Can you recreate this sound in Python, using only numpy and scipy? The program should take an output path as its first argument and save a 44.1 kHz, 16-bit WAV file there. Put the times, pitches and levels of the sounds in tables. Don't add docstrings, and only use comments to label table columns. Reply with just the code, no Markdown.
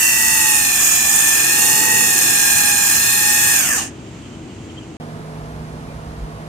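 import sys
import numpy as np
from scipy import signal
from scipy.fft import rfft, irfft, next_fast_len
from scipy.io import wavfile
from scipy.ndimage import map_coordinates

SR = 44100
rng = np.random.default_rng(int(sys.argv[2]) if len(sys.argv) > 2 else 0)


def dump(signal):
    limited = np.clip(np.atleast_2d(signal).T, -1, 1)
    pcm = np.round(limited * 32767).astype(np.int16)
    wavfile.write(sys.argv[1], SR, pcm)


N = 285768
T = np.arange(N) / SR


def amp(db):
    return 10 ** (np.asarray(db) / 20)


def unit(x):
    return x / np.sqrt(np.mean(x ** 2) + 1e-20)


def along(points, hz):
    f, v = np.transpose(points)
    return np.interp(np.log(hz + 1), np.log(f + 1), v)


def curves(rows):
    s, *cols = np.transpose(rows)
    return [np.interp(T, s, c) for c in cols]


def wobble(rate):
    knots = rng.standard_normal(int(N * rate / SR) + 4)
    return unit(map_coordinates(knots, [T * rate]))


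def bump(x, centre, width):
    return np.exp(-((x - centre) / width) ** 2)


def fades(speed, knee, power):
    return np.clip(speed / knee, 0, 1) ** power


def filtered(x, response):
    m = next_fast_len(N + SR // 4)
    return irfft(rfft(x, m) * response(np.fft.rfftfreq(m, 1 / SR)), m)[..., :N]


# frequency in Hz, left-right likeness (1 is identical).
LIKENESS = [(60, 0.95), (150, 0.97), (380, 0.95), (900, 0.5), (2400, 0.32), (15000, 0.055)]


def rush(spectrum):
    def colour(hz):
        turn = np.arccos(np.clip(along(LIKENESS, hz), -1, 1)) / 2
        return amp(along(spectrum, hz)) * [np.cos(turn), np.sin(turn)]
    mid, side = filtered(rng.standard_normal((2, N)), colour)
    return unit(np.array([mid + side, mid - side]))


def panned(x, tilt):
    return filtered(x, lambda hz: amp(np.outer([.5, -.5], along(tilt, hz))))


def left_later(x, lag_ms):
    return filtered(x, lambda hz: np.exp(np.outer([-1j, 1j], np.pi * hz * lag_ms / 1000)))


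# frequency in Hz, 60 dB decay time in s.
WALL_DECAY = [(200, 0.049), (2000, 0.29), (8000, 0.096), (15000, 0.012)]


def room(x, wet_db):
    hz, t, z = signal.stft(rng.standard_normal((2, SR // 3)), SR, nperseg=256)
    decay = amp(-60 * t / along(WALL_DECAY, hz)[:, None])
    tail = signal.istft(z * decay, SR, nperseg=256)[1]
    wet = signal.fftconvolve(x, tail / np.linalg.norm(tail[0]), axes=1)[:, :N]
    return (x + amp(wet_db) * wet) / np.hypot(1, amp(wet_db))


def hum(lines):
    out = np.zeros(N)
    for hz, db in lines:
        level = amp(db + 1.5 * wobble(6))
        out += level * np.sin(2 * np.pi * hz * T + .45 * wobble(7))
    return np.sqrt(2) * out


BELT_TEETH, MOTOR_TEETH, TREAD_BLOCKS = 36, 9, 39
RELEASE_S, STALL_S, STALL_POWER = 3.525, .385, 1.68
# time in seconds, belt teeth meshing per second.
DRIVE_SPEED = [(0, 906), (.19, 891), (.33, 889), (.45, 871), (.62, 838), (.74, 819), (.88, 804),
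               (1.13, 815), (1.27, 815), (1.43, 828), (1.64, 854), (1.78, 867), (1.9, 871), (2.04, 864),
               (2.16, 842), (2.28, 829), (2.45, 823), (2.6, 828), (2.83, 823), (3.12, 838), (3.4, 845),
               (3.52, 843)]


def wheel():
    speed = 1 - np.clip((T - RELEASE_S) / STALL_S, 0, 1) ** STALL_POWER
    turn_hz = speed * curves(DRIVE_SPEED)[0] / BELT_TEETH
    return speed, turn_hz, np.cumsum(turn_hz) / SR


def each_turn(turns, count):
    lobes = np.arange(-count, count + 1)
    sizes = np.exp(2j * np.pi * rng.random(len(lobes))) * (lobes != 0) / np.sqrt(1 + np.abs(lobes))
    angle = np.linspace(0, 1, 512)
    shape = np.exp(2j * np.pi * np.outer(angle, lobes)) @ sizes / np.linalg.norm(sizes)
    return np.interp(turns % 1, angle, shape)


def whine(turns, turn_hz, count, partials, body, uneven, slip, rough, flutter_db):
    speed = np.clip(turn_hz / np.median(turn_hz[:3 * SR]), .01, 1)
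    judder = 1 + 4 * np.clip(1 - speed, 0, 1) ** .7 * (T > RELEASE_S)
    drift = 2.5 * wobble(8) + 1.2 * wobble(22) + wobble(80) + .6 * wobble(260)
    phase = 2 * np.pi * count * turns + slip * judder * drift
    grit = np.array([wobble(170) + 1j * wobble(170) for ear in range(2)])
    flutter = amp(flutter_db * unit(wobble(12) + wobble(4.04)))
    grid = np.arange(0, SR / 2, 5)
    body_db = np.zeros(len(grid))
    for hz, width, up in body:
        body_db += up / (1 + ((grid - hz) / width) ** 2)
    out = np.zeros((2, N))
    for k, db in partials:
        lift = np.interp(k * count * turn_hz, grid, body_db)
        mesh_multiple = k * count / BELT_TEETH
        softness = speed ** (1.6 * max(mesh_multiple - 3, 0))
        short = min(mesh_multiple / 3, 1)
        strength = 1 + short * uneven * each_turn(turns, count=6)
        strength = strength + rough * mesh_multiple * np.roll(grit, rng.integers(N), axis=1)
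        apart = np.array([[.5], [-.5]]) * rng.choice([-1, 1]) * short * np.pi / 2
        ears = np.exp(1j * (rng.uniform(0, 2 * np.pi) + apart))
        tone = (strength * ears * np.exp(1j * k * phase)).real
        out += amp(db + lift) * softness * unit(np.roll(flutter, rng.integers(N)) * tone)
    return out


# frequency in Hz, half width in Hz, lift in dB.
BODY_RESONANCES = [(763, 59, 5), (1700, 120, 13), (2170, 120, -5.5), (2720, 130, 4), (2820, 78, 3.5),
                   (3890, 133, -10), (6924, 156, 10.5), (9280, 110, 3.5), (10260, 480, -11),
                   (12570, 220, -0.5)]
# multiple of the shaft rate, relative level in dB.
MOTOR_PARTIALS = [(7, -54.5), (8, -49.5), (10, -47), (16, -70)]
# time in seconds, gain in dB.
MOTOR_GAIN = [(0, -8), (1.1, -2), (1.7, 4), (2.3, 0.5), (3.5, -1.5)]


def motor(turns, turn_hz):
    tone = whine(turns, turn_hz, BELT_TEETH / MOTOR_TEETH, MOTOR_PARTIALS, BODY_RESONANCES,
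                 uneven=.45, slip=.01, rough=.1, flutter_db=2.2)
    return amp(curves(MOTOR_GAIN)[0]) * tone


BELT_GAIN_DB = 1.5
# multiple of the mesh rate, relative level in dB.
BELT_PARTIALS = [(3, -40), (4, -35.5), (5, -32), (6, -35.5), (7, -36.5), (8, -37), (9, -41), (10, -41)]
# multiple of the wheel rate, relative level in dB.
RUNOUT_LINES = [(106, -39.5), (107, -35.5), (109, -34)]


def belt(turns, turn_hz):
    teeth = whine(turns, turn_hz, BELT_TEETH, BELT_PARTIALS, BODY_RESONANCES,
                  uneven=.7, slip=.08, rough=.09, flutter_db=1.5)
    runout = whine(turns, turn_hz, 1, RUNOUT_LINES, BODY_RESONANCES,
                   uneven=.7, slip=.0015, rough=.06, flutter_db=2)
    return amp(BELT_GAIN_DB) * (teeth + runout)


SLAP_GAIN_DB = -1
# multiple of the block rate, relative level in dB.
TREAD_PARTIALS = [(3, -38), (4, -31), (6, -31), (8, -26.5), (9, -28), (10, -22.5), (11, -39), (12, -31.5),
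                  (14, -27)]


def tread(turns, turn_hz):
    tone = whine(turns, turn_hz, TREAD_BLOCKS, TREAD_PARTIALS, BODY_RESONANCES,
                 uneven=.6, slip=.05, rough=.06, flutter_db=1.5)
    return amp(SLAP_GAIN_DB) * tone


# multiple of the wheel rate, relative level in dB.
MESH_TONE = [(35, -19), (36, 0), (37, -18)]
BELT_OCTAVE = [(70, -10), (71, -1.5), (72, 0), (73, -12)]
TREAD_OCTAVE = [(75, -15), (76, -13), (77, -13), (78, 0), (79, -12.5), (80, -16), (82, -20)]
# time in seconds,
# mesh left and right in dB, belt octave left and right in dB, tread octave left and right in dB.
LEADING_LEVELS = [(0.0, -41.5, -38.5, -27.5, -26.5, -33.0, -27.5),
                  (0.22, -32.0, -39.5, -31.5, -39.5, -23.5, -21.5),
                  (0.47, -30.0, -29.0, -37.5, -42.5, -23.0, -23.5),
                  (0.75, -39.5, -43.0, -37.5, -40.5, -24.5, -35.5),
                  (0.92, -45.0, -45.5, -41.0, -44.5, -28.0, -30.0),
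                  (1.15, -32.5, -37.0, -40.5, -39.5, -19.5, -31.5),
                  (1.47, -40.5, -38.0, -26.0, -35.0, -23.5, -31.0),
                  (1.7, -30.5, -31.0, -32.5, -43.5, -25.5, -27.0),
                  (1.92, -27.5, -30.5, -33.5, -35.0, -20.5, -19.5),
                  (2.15, -39.5, -36.0, -27.5, -40.0, -27.0, -28.5),
                  (2.45, -33.5, -43.0, -21.5, -34.0, -31.0, -26.0),
                  (2.8, -30.5, -41.5, -26.5, -30.0, -29.0, -32.0),
                  (3.03, -42.5, -43.5, -25.0, -36.5, -26.5, -26.0),
                  (3.25, -35.5, -30.5, -27.0, -35.5, -23.0, -28.5),
                  (3.55, -35.0, -39.0, -23.0, -31.0, -22.0, -29.0),
                  (3.7, -45.0, -48.5, -37.0, -41.0, -35.0, -36.5),
                  (3.8, -42.0, -47.5, -48.5, -47.5, -46.0, -44.0)]
LEADING_GAIN_DB = -0.8


def leading_tones(turns, turn_hz):
    levels_db = np.reshape(curves(LEADING_LEVELS), (-1, 2, N))
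    out = np.zeros((2, N))
    for lines, db in zip([MESH_TONE, BELT_OCTAVE, TREAD_OCTAVE], levels_db):
        tone = whine(turns, turn_hz, 1, lines, [], uneven=.15, slip=.0012, rough=.06, flutter_db=1)
        out += amp(db + LEADING_GAIN_DB) * tone / tone[:, T < RELEASE_S].std()
    return out


# frequency in Hz, relative density in dB per Hz.
RUBBER_HISS = [(3900, -40), (4600, -7), (5400, -4.5), (6200, 2.5), (7000, 3.5), (7800, 2), (8900, 3.5),
               (10100, -6.5), (11100, -6.5), (11700, -3), (12500, 2.5), (13800, -4.5), (15500, -8.5),
               (16300, -27)]
WEAR_SPREAD_DB, WEAR_CREEP_TURNS = 4, .0008


def worn_tread(turns, count):
    spread = np.clip(rng.standard_normal((2, count)), -2, 2)
    sizes = amp(WEAR_SPREAD_DB * spread) * np.exp(2j * np.pi * rng.random((2, count)))
    one_turn = irfft(sizes, 16384)
    angle = np.linspace(0, 1, one_turn.shape[1])
    contact = (turns + WEAR_CREEP_TURNS * wobble(9)) % 1
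    comb = np.array([np.interp(contact, angle, ear) for ear in one_turn])
    return unit(filtered(comb, lambda hz: amp(along(RUBBER_HISS, hz))))


SCRUB_DB, CARCASS_DB = -17, -27
WEAR_DB = -7
TREBLE_HZ, TREBLE_POWER = 9500, 1.24
# frequency in Hz, relative density in dB per Hz.
CARCASS_RASP = [(200, -8.5), (450, -13.5), (620, 1.5), (900, 4.5), (1250, 8), (1480, 3.5), (1750, 16),
                (2130, 1.5), (2600, 12), (3050, 7), (3500, -7), (3850, -32), (4500, -16), (6000, -40.5)]


def scrub(turns, speed):
    bite_db = 1.2 * np.cos(4 * np.pi * TREAD_BLOCKS * turns)
    bite_db += 0.68 * each_turn(turns, count=4).real + 1.3 * wobble(400) + .75 * wobble(9)
    hiss = rush(RUBBER_HISS) + amp(WEAR_DB) * worn_tread(turns, count=680)
    treble = filtered(hiss, lambda hz: 1 - 1 / (1 + (hz / TREBLE_HZ) ** 10))
    hiss = hiss - treble * (1 - fades(speed, 1.0, TREBLE_POWER))
    return unit(amp(bite_db)) * (amp(SCRUB_DB) * hiss + amp(CARCASS_DB) * rush(CARCASS_RASP))


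DRUM_DB, DRUM_LIFT_DB, DRUM_PEAK_S, DRUM_WIDTH_S = -44, 11, 1.9, 0.51
# frequency in Hz, relative density in dB per Hz.
CARCASS_DRUM = [(40, -44), (120, -9), (220, -0.5), (330, -3), (480, -2.5), (700, -16.5), (2000, -47),
                (5000, -92)]


def drumming():
    drum_db = DRUM_DB + DRUM_LIFT_DB * bump(T, DRUM_PEAK_S, DRUM_WIDTH_S)
    return amp(drum_db) * rush(CARCASS_DRUM)


WHINE_KNEE, WHINE_POWER, SCRUB_KNEE, SCRUB_POWER = 0.67, 2, 0.59, 1.25
# frequency in Hz, left minus right in dB.
WHEEL_TILT = [(300, 2.5), (1300, 0), (1700, 3.5), (2200, -1), (5200, 2), (5900, -5.5), (8000, -3),
              (9200, -2), (9900, -2), (10800, 13), (12300, 1.5), (15000, 10)]


def scooter():
    speed, turn_hz, turns = wheel()
    tones = motor(turns, turn_hz) + belt(turns, turn_hz) + tread(turns, turn_hz)
    tones = fades(speed, WHINE_KNEE, WHINE_POWER) * tones
    rubbing = fades(speed, SCRUB_KNEE, SCRUB_POWER) * (scrub(turns, speed) + drumming())
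    lead = fades(speed, .3, 1) * leading_tones(turns, turn_hz)
    return panned(room(tones + rubbing + stall_rattle(speed), wet_db=-9), WHEEL_TILT) + lead


# frequency in Hz, relative density in dB per Hz.
FAR_RUMBLE = [(15, -71), (25, -41.5), (59, -0.5), (127, 1.5), (206, 0.5), (236, -0.5), (321, 0.5),
              (452, -10), (605, -12), (648, -13), (867, -14), (1500, -22), (1950, -67), (3300, -120)]
# time in seconds, level in dB.
FAR_RUMBLE_LEVEL = [(0, -40), (3.2, -35.5), (3.9, -34.5), (4.95, -34.5)]
# frequency in Hz, level in dB.
YARD_HUM_LINES = [(131, -49), (236, -47.5), (320, -47.5), (427, -56)]
# frequency in Hz, relative density in dB per Hz.
YARD_HISS = [(500, -34), (1200, -2.5), (2600, 1), (3100, 1), (3600, -5.5), (4300, -6), (5400, -9),
             (6700, -5), (8000, -7.5), (9700, -20.5), (12500, -26), (15000, -39)]
# frequency in Hz, left minus right in dB.
YARD_HISS_TILT = [(1200, 2.5), (2600, -3.5), (4500, 0.5), (6800, -9), (9000, -2), (11000, 6)]
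YARD_HISS_DB = -46.5


def yard():
    far = amp(curves(FAR_RUMBLE_LEVEL)[0]) * rush(FAR_RUMBLE) + hum(YARD_HUM_LINES)
    air = amp(YARD_HISS_DB + 0.57 * wobble(5.7)) * rush(YARD_HISS)
    return left_later(far, lag_ms=-0.21) * amp([[.6], [-.6]]) + panned(air, YARD_HISS_TILT)


# centre in seconds, half length in seconds, peak level in dB.
LOW_SWELLS = [(.35, 0.54, -46), (6.242, 0.082, -34)]
# frequency in Hz, relative density in dB per Hz.
LOW_SWELL_COLOUR = [(20, -30), (45, 0), (60, 1.5), (110, -29), (300, -82)]


def low_swells():
    level = sum(amp(db) * bump(T, s, length) for s, length, db in LOW_SWELLS)
    return level * rush(LOW_SWELL_COLOUR)


JUDDER_DB, JUDDER_SPEED, JUDDER_SPREAD = -30, 0.42, 0.15
# frequency in Hz, relative density in dB per Hz.
JUDDER_COLOUR = [(600, -31), (790, 7), (950, -21), (1450, -19), (1630, -8), (1900, -22), (2200, -20),
                 (2600, -16), (2820, 4), (3100, -9), (3700, -9), (4400, -9), (5500, -15), (8000, -38)]


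def stall_rattle(speed):
    level = amp(JUDDER_DB) * bump(speed, JUDDER_SPEED, JUDDER_SPREAD)
    return level * (speed > 0) * rush(JUDDER_COLOUR)


CHIRP_BLUR_HZ = 267.5
# centre in seconds, half length in seconds,
# frequency in Hz, level in dB.
FAINT_CHIRPS = [(4.07, 0.011, 3120, -53), (4.248, 0.02, 3150, -48), (4.345, .012, 3130, -46),
                (4.518, 0.023, 2960, -48), (4.7, .01, 3160, -46), (4.784, 0.013, 3150, -38),
                (4.83, .02, 3000, -50), (5.023, 0.011, 3200, -50.5), (5.9, .03, 2470, -51)]


def chirps():
    blur = np.array([wobble(CHIRP_BLUR_HZ) + 1j * wobble(CHIRP_BLUR_HZ) for ear in range(2)])
    calls = np.zeros(N, complex)
    for s, length, hz, db in FAINT_CHIRPS:
        calls += amp(db) * bump(T, s, length) * np.exp(2j * np.pi * hz * T)
    return (calls * blur).real


def taps(events, t60):
    return sum(amp(db - 60 * np.abs(T - s) / t60) * (T >= s) for s, db in events)


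# time in seconds, relative level in dB.
WHEEL_CLICKS = [(5.025, -40), (5.353, -42), (5.459, -41), (5.562, -42)]


def wheel_clicks():
    colour = [(200, -10), (700, 0), (1500, -7), (3300, -18), (9000, -20), (15000, -37)]  # Hz, dB per Hz
    return taps(WHEEL_CLICKS, t60=.03) * rush(colour)


# time in seconds, rumble level in dB, gain of the fan hum in dB.
SHOP_LEVELS = [(5, -44, 4), (5.95, -36, -2), (6.48, -41.5, -1)]
# frequency in Hz, relative density in dB per Hz.
SHOP_RUMBLE_COLOUR = [(13, -45), (22, -27), (43, -1), (65, 5), (81, -7), (124, 1), (140, -27), (180, -33),
                      (310, -120)]
# frequency in Hz, relative density in dB per Hz.
FAN_AIR = [(59, -36), (100, -15.5), (159, -11), (188, -13), (233, -13), (378, -20), (429, -20), (508, -20),
           (682, -18.5), (774, -20.5), (917, -20), (2630, -35), (10800, -45.5), (15500, -60)]
# frequency in Hz, relative level in dB.
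FAN_LINES = [(107.7, -46), (156.1, -36), (236.9, -44.5), (274.5, -71), (355.3, -54), (430.7, -48.5),
             (473.7, -51), (592.2, -55), (667.5, -50.5), (705.2, -52.5)]
FAN_AIR_DB = -35.5


def workshop():
    rumble_db, hum_db = curves(SHOP_LEVELS)
    air = amp(FAN_AIR_DB) * rush(FAN_AIR)
    rumble = amp(rumble_db) * rush(SHOP_RUMBLE_COLOUR)
    fan = amp(hum_db) * hum(FAN_LINES)
    return left_later(fan + air + rumble + wheel_clicks(), lag_ms=-0.32) * amp([[-1.1], [1.1]])


YARD_ENDS_S, SHOP_BEGINS_S = 4.969, 5.0


def scene():
    passing = low_swells() + chirps()
    outdoors = (scooter() + yard() + passing) * (T < YARD_ENDS_S)
    indoors = (workshop() + passing) * (T >= SHOP_BEGINS_S)
    return outdoors + indoors


TOP_HZ = 15700


def record(dry):
    return filtered(dry, lambda hz: 1 / (1 + (hz / TOP_HZ) ** 120))


dry = scene()
out = record(dry)
dump(out)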